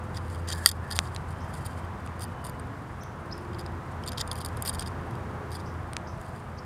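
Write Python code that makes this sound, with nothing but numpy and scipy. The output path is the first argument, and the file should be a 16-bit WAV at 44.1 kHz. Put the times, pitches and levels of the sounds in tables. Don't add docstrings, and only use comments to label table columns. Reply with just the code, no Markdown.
import sys
import numpy as np
from scipy import signal
from scipy.fft import rfft, irfft, next_fast_len
from scipy.io import wavfile

SR = 44100
rng = np.random.default_rng(int(sys.argv[2]) if len(sys.argv) > 2 else 0)


def to_wav(sig):
    pcm = np.clip(np.atleast_2d(sig), -1, 1) * 32767
    pcm = np.round(pcm).astype(np.int16)
    wavfile.write(sys.argv[1], SR, pcm.T)


N = 293265
TIME = np.arange(N) / SR

# (frequency [Hz], gain [dB])
TRAFFIC_EQ = [(22, -20.5), (40, -10), (60, -6.5), (115, -2), (170, -8), (240, -12), (330, -18), (520, -19),
              (750, -16.5), (1050, -15), (1700, -23), (2500, -34), (4200, -43.5), (10000, -51.5),
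              (16000, -59.5)]
# (time [s], length [s], from [Hz], to [Hz], width [Hz], level [dB])
SQUEALS = [(0.418, .3, 1734, 1710, 200, -47.5), (0.769, .25, 1700, 1790, 200, -50),
           (1.1, 0.97, 3140, 3120, 70, -68.5), (2.154, 0.48, 3020, 2960, 80, -65),
           (2.322, 0.25, 992, 1002, 30, -49), (2.451, 0.53, 252.4, 301.5, 29.6, -50),
           (3.102, 0.94, 330, 431.4, 90, -54), (4.901, 0.91, 330.7, 434, 110, -51),
           (5.855, 0.72, 639, 721, 111, -50)]
# (time [s], gain [dB])
FIRING_FADER = [(0, -36.5), (.45, -32), (.7, -36.5), (1, -35.5), (2.1, -41.5), (2.95, -53), (3.7, -39),
                (4.4, -39.5), (5.15, -39), (5.6, -39.5), (6.6, -44.5)]
UPPER_ORDERS = (16, 17, 20, 24)
UPPER_LEVELS = (-61, -62.5, -62.5, -61)
# (centre [s], half length [s], boost [dB], delay per order [s])
ENGINE_SWELLS = [(3.544, 0.46, 11, .068), (5.3, 0.43, 8, 0)]
# (time [s], length [s], from [Hz], to [Hz], peak before dry/wet split [dB], dry share [0-1])
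BIRD_CHIPS = [(1.401, 0.013, 4600, 6660, -49, .1), (3.007, 0.013, 5180, 6560, -44, 0.1),
              (3.308, 0.012, 3530, 6630, -43, 0.4), (3.322, 0.013, 4780, 5560, -35.5, 1),
              (5.656, 0.014, 4300, 6500, -47.5, .1), (6.07, 0.01, 4400, 6660, -43, 0.3),
              (6.572, .02, 4700, 7000, -55, 1), (6.582, 0.017, 4100, 5950, -46, 0.8)]
# (frequency [Hz], gain [dB], t60 [s])
HOUSING_MODES = [(1410, -16, 0.024), (1896, -12, 0.022), (3235, -8, 0.024), (3570, -8, 0.026),
                 (3820, -12, 0.024), (4503, -5.5, 0.017), (4805, 2, 0.014), (5030, -10.5, 0.034),
                 (5390, -17, 0.0094), (7070, -11.5, 0.031), (8800, -3.5, 0.0082), (8760, -2.5, 0.021),
                 (9450, 3.5, 0.006), (10460, -9, 0.027), (11800, -11, .01), (13140, -13, 0.0088)]
# (frequency [Hz], gain [dB])
CRACK_EQ = [(400, -22), (1400, -6.5), (2600, -11), (3400, 0.5), (4100, -7), (4800, 3.5), (6100, -9),
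            (8000, 1.5), (9300, -2), (12500, -1.5), (16000, -12.5)]
# (frequency [Hz], gain [dB])
RUB_EQ = [(1000, -41.5), (3300, -8), (4200, -5.5), (4800, 2), (5700, -10), (7200, -2), (9300, 0.5),
          (10400, -3), (11800, -9), (16000, -20.5)]
# (centre [s], half length [s], level [dB])
RUB_STROKES = [(.33, .07, -61), (.62, .09, -51.5), (1.0, .11, -61), (1.33, .08, -68), (1.64, .14, -64),
               (4.62, .15, -68), (6.28, .11, -66.5)]
# (frequency [Hz], gain [dB])
TICK_EQ = [(100, 6), (500, 1), (1300, 9.5), (4500, 6.5), (7000, 3), (10800, -1.5), (12500, -33),
           (16000, -91)]
# (time [s], peak [dB], ring [Hz], ring t60 [s], ring against pulse [dB])
DRY_TICKS = [(.9901, 1, 3570, 0.008, -21), (1.163, -18, 4000, 0.011, -10), (2.075, -29, 2600, .006, -3.5),
             (5.9336, -23, 8800, 0.005, -4), (5.9675, -10.5, 2470, 0.013, -19)]
# (release time [s], lead [s], tail [s], level before trim [dB], treble over mid [dB])
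GRIP_TUGS = [(.174, 0.029, 0.012, -38, -10.5), (0.5005, 0.027, 0.02, -33.5, -9),
             (0.5282, .014, 0.0096, -28.5, -8), (.689, 0.028, .011, -20.5, 0.5),
             (0.922, .018, 0.01, -31.5, -5), (0.9645, .013, 0.018, -32.5, -1),
             (1.073, .025, 0.017, -49, -14), (1.541, 0.0049, 0.014, -43.5, 0),
             (1.6627, 0.015, 0.014, -39, 4), (2.22, 0.028, 0.031, -36.5, 3),
             (2.4662, .024, 0.034, -39.5, 4.5), (3.546, .014, 0.0088, -48, -18),
             (3.593, 0.0078, 0.018, -41, -6), (4.0758, 0.014, .016, -32, -4.5),
             (4.1188, 0.00097, 0.013, -36.5, -7.5), (4.181, 0.0074, .024, -29.5, -11),
             (4.2111, .003, .008, -25, -11), (4.3555, 0.00038, 0.0337, -40, 2),
             (4.4138, 0.011, 0.0095, -38.5, -2), (4.448, 0.00068, .014, -31, 2.5),
             (4.6752, .025, .028, -27.5, 2), (4.747, .018, .012, -36.5, 2),
             (4.807, 0.022, 0.025, -37.5, -4.5), (4.8745, 0.016, .007, -37.5, -6),
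             (5.5505, 0.044, 0.019, -40, -3.5), (5.598, 0.0063, .016, -47.5, -8)]
# (time [s], attack level [dB], treble over mid [dB])
LONE_SNAPS = [(0.487, -34, -3), (.714, -30, -3), (0.9111, -31.5, -7), (1.147, -42, 1), (2.0619, -50, 3),
              (2.5964, -45.5, 8), (3.034, -48.5, -3), (3.3786, -49, 0), (3.6621, -44, -11),
              (4.037, -42.5, -13), (4.276, -40.5, 4), (4.314, -29, -4.5), (4.3293, -43, 5),
              (4.486, -48.5, -2), (4.5707, -43.5, 4), (4.6227, -29.5, 12.5), (4.694, -26, 13),
              (4.7941, -30, 2), (5.109, -54, 0), (5.153, -52.5, -4), (6.2137, -51.5, 0)]
# (time [s], attack level [dB], treble over mid [dB])
HARD_SNAP = (.6603, -6.5, -3)


def amp(db):
    return 10 ** (np.asarray(db) / 20)


def unit(x):
    return x / np.sqrt(np.mean(x ** 2) + 1e-20)


def eq_gain(eq, hz):
    points_hz, db = np.transpose(eq)
    return amp(np.interp(np.log(hz + 1), np.log(points_hz + 1), db))


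def add(mix, s, sound):
    part = mix[max(round(s * SR), 0):][:len(sound)]
    part += sound[:len(part)]


def noise(eq, samples=N):
    size = next_fast_len(samples)
    spectrum = rfft(rng.standard_normal(size)) * eq_gain(eq, np.fft.rfftfreq(size, 1 / SR))
    return unit(irfft(spectrum, size)[:samples])


def drift(per_s):
    knots = rng.standard_normal(2048)
    return unit(np.interp(TIME * per_s, np.arange(len(knots)), knots))


def swell(centre, half_length):
    return np.exp(-((TIME - centre) / half_length) ** 2)


def traffic(level_db=-38, swell_db=0.9):
    return amp(level_db + swell_db * drift(1.3)) * noise(TRAFFIC_EQ)


def traffic_squeals():
    out = np.zeros(N)
    for s, length, from_hz, to_hz, width_hz, db in SQUEALS:
        hz = np.linspace(from_hz, to_hz, round(length * SR))
        lowpass = signal.butter(2, width_hz / 2, fs=SR, output="sos")
        a, b = signal.sosfilt(lowpass, rng.standard_normal((2, 2 * SR)))[:, -len(hz):]
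        phase = 2 * np.pi * np.cumsum(hz) / SR
        band = unit(a * np.cos(phase) + b * np.sin(phase))
        add(out, s, amp(db) * band * signal.windows.tukey(len(hz), .7))
    return out


def engine(cycle_hz=21.09, wander=.002, firing_trim_db=-2.5, fade_db=3.0, throb_db=1.5):
    cycles = np.cumsum(cycle_hz * (1 + wander * drift(4))) / SR

    def partial(order, db):
        peak = np.sqrt(2) * amp(db + throb_db * drift(14))
        return peak * np.sin(2 * np.pi * (order * cycles + rng.random()))

    upper = np.zeros(N)
    for order, db in zip(UPPER_ORDERS, UPPER_LEVELS):
        steps = order - UPPER_ORDERS[0]
        carry_db = sum(boost * swell(s + lag * steps, half) for s, half, boost, lag in ENGINE_SWELLS)
        upper += partial(order, db + carry_db + fade_db * drift(2))
    firing_db = firing_trim_db + np.interp(TIME, *np.transpose(FIRING_FADER))
    return partial(4, firing_db) + upper


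def bird(t60=0.42, early_s=.012):
    direct, send = np.zeros((2, N))
    for s, length, from_hz, to_hz, db, dry_share in BIRD_CHIPS:
        hz = np.linspace(from_hz, to_hz, round(length * SR))
        chip = amp(db) * signal.windows.tukey(len(hz), .5) * np.sin(2 * np.pi * np.cumsum(hz) / SR)
        add(direct, s, dry_share * chip)
        add(send, s, (1 - 0.73 * dry_share) * chip)
    t = np.arange(SR // 3) / SR
    decay = 2 * np.exp(-t / early_s) + amp(-60 * t / t60)
    trees = rng.standard_normal(len(t)) * decay
    return direct + signal.oaconvolve(send, trees / np.linalg.norm(trees))[:N]


def slip(scrape=0.89, detune=0.008, crack_db=4.5, heavy=False, crack_s=0.001, scrape_s=.0005):
    t = np.arange(1500) / SR
    hz, db, t60 = np.transpose(HOUSING_MODES)[:, :, None]
    if heavy:
        db = 1.9 * db + 17 * (hz < 2500)
    shift, phase = rng.standard_normal((2, len(HOUSING_MODES), 1))
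    modes = amp(db - 60 * t / t60) * np.sin(2 * np.pi * (hz * (1 + detune * shift) * t + phase))
    crack = amp(crack_db) * noise(CRACK_EQ, len(t)) * np.exp(-t / crack_s)
    attack = np.minimum(t * SR / 8, 1)
    body = (modes.sum(0) + crack) * attack
    grit = rng.standard_normal(300) * t[:300] * np.exp(-t[:300] / scrape_s)
    force = scrape * grit / np.linalg.norm(grit) + (1 - scrape) * signal.unit_impulse(len(grit))
    return np.convolve(body, force)[:len(t)]


def brighten(x, bright_db, crossover_hz=7300, rolloff_hz=13500):
    spectrum, hz = rfft(x, 2 * len(x)), np.fft.rfftfreq(2 * len(x), 1 / SR)
    highpass = 1 / (1 + (crossover_hz / (hz + 1)) ** 14)
    rolloff = 1 / np.sqrt(1 + (hz / rolloff_hz) ** 12)
    mid, treble = (unit(irfft(spectrum * band)[:len(x)]) for band in (1 - highpass, highpass * rolloff))
    return mid + amp(bright_db) * treble


def rubbing(rest_db=-73.5, flicker_db=3.5, catch_db=-67.0, catches_per_s=70, spread_db=4.):
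    level = amp(rest_db) + sum(amp(db) * swell(s, half) for s, half, db in RUB_STROKES)
    caught = rng.random(N) < catches_per_s / SR
    catches = caught * amp(spread_db * np.minimum(rng.exponential(1, N), 3))
    contact = rng.integers(0, 6, N)
    grains = sum(signal.oaconvolve(catches * (contact == k), slip())[:N] for k in range(6))
    hiss = level * noise(RUB_EQ) * amp(flicker_db * drift(73))
    return hiss + amp(catch_db) * unit(grains * level ** 0.91)


def ticks(size=1024):
    out = np.zeros(N)
    t = np.arange(size) / SR
    log_gain = np.log(eq_gain(TICK_EQ, abs(np.fft.fftfreq(size, 1 / SR))))
    pulse = np.fft.ifft(np.exp(np.conj(signal.hilbert(log_gain)))).real
    for s, db, hz, t60, ring_db in DRY_TICKS:
        ring = amp(ring_db - 60 * t / t60) * np.sin(2 * np.pi * hz * t)
        tick = pulse / abs(pulse).max() + ring
        add(out, s, -amp(db) * tick / abs(tick).max())
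    return out


def creak(length, bright_db, gap_s=.0036, uneven_db=4.):
    length = max(length, gap_s)
    run = np.zeros(round(length * SR) + 1500)
    waits, accents = rng.gamma(3, 1 / 3, 20), rng.standard_normal(20)
    onsets = gap_s * (np.cumsum(waits) - waits[0])
    slips = [slip() for _ in onsets]
    for s, accent, sound in zip(onsets, accents, slips):
        if s < length:
            add(run, s, amp(uneven_db * accent) * sound)
    return unit(brighten(run, bright_db)) * np.sqrt(length * SR / len(run))


def snap(hit, db, bright_db):
    hit = brighten(hit, bright_db)
    return amp(db) * hit / np.std(hit[:176])


def tugs(creak_trim_db=-8, release_trim_db=-2.5):
    out = np.zeros(N)
    for s, lead, tail, db, bright_db in GRIP_TUGS:
        add(out, s - lead, amp(db + creak_trim_db) * creak(lead + tail, bright_db))
        add(out, s, snap(slip(scrape=.75), db + release_trim_db, bright_db))
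    return out


def snaps():
    out = np.zeros(N)
    for s, db, bright_db in LONE_SNAPS:
        add(out, s, snap(slip(scrape=.75), db, bright_db))
    s, db, bright_db = HARD_SNAP
    hard_hit = slip(scrape=0, detune=.002, crack_db=3, crack_s=.0013, heavy=True)
    add(out, s, snap(hard_hit, db, bright_db))
    return out


def scene():
    bed = traffic() + traffic_squeals() + engine() + bird()
    return (bed + rubbing() + tugs() + snaps() + ticks())[None]


def record(dry, threshold_db=-21.0, release_db_per_s=55.0, low_cut_hz=36, high_cut_hz=15750):
    x = np.clip(dry[0], -1.1, 1.1)
    x = signal.sosfilt(signal.butter(3, low_cut_hz, "high", fs=SR, output="sos"), x)
    pole = np.exp(-1 / (0.019 * SR))
    power_db = 10 * np.log10(signal.lfilter([1 - pole], [1, -pole], x ** 2) + 1e-12)
    release_db = TIME * release_db_per_s
    held_db = np.maximum.accumulate(power_db + release_db) - release_db
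    duck_db = signal.lfilter([1 - pole], [1, -pole], np.maximum(held_db - threshold_db, 0))
    high_cut = signal.firwin(301, high_cut_hz, window=("kaiser", 8), fs=SR)
    return signal.oaconvolve(x / amp(duck_db), high_cut, "same")[None]


dry = scene()
out = record(dry)
to_wav(out)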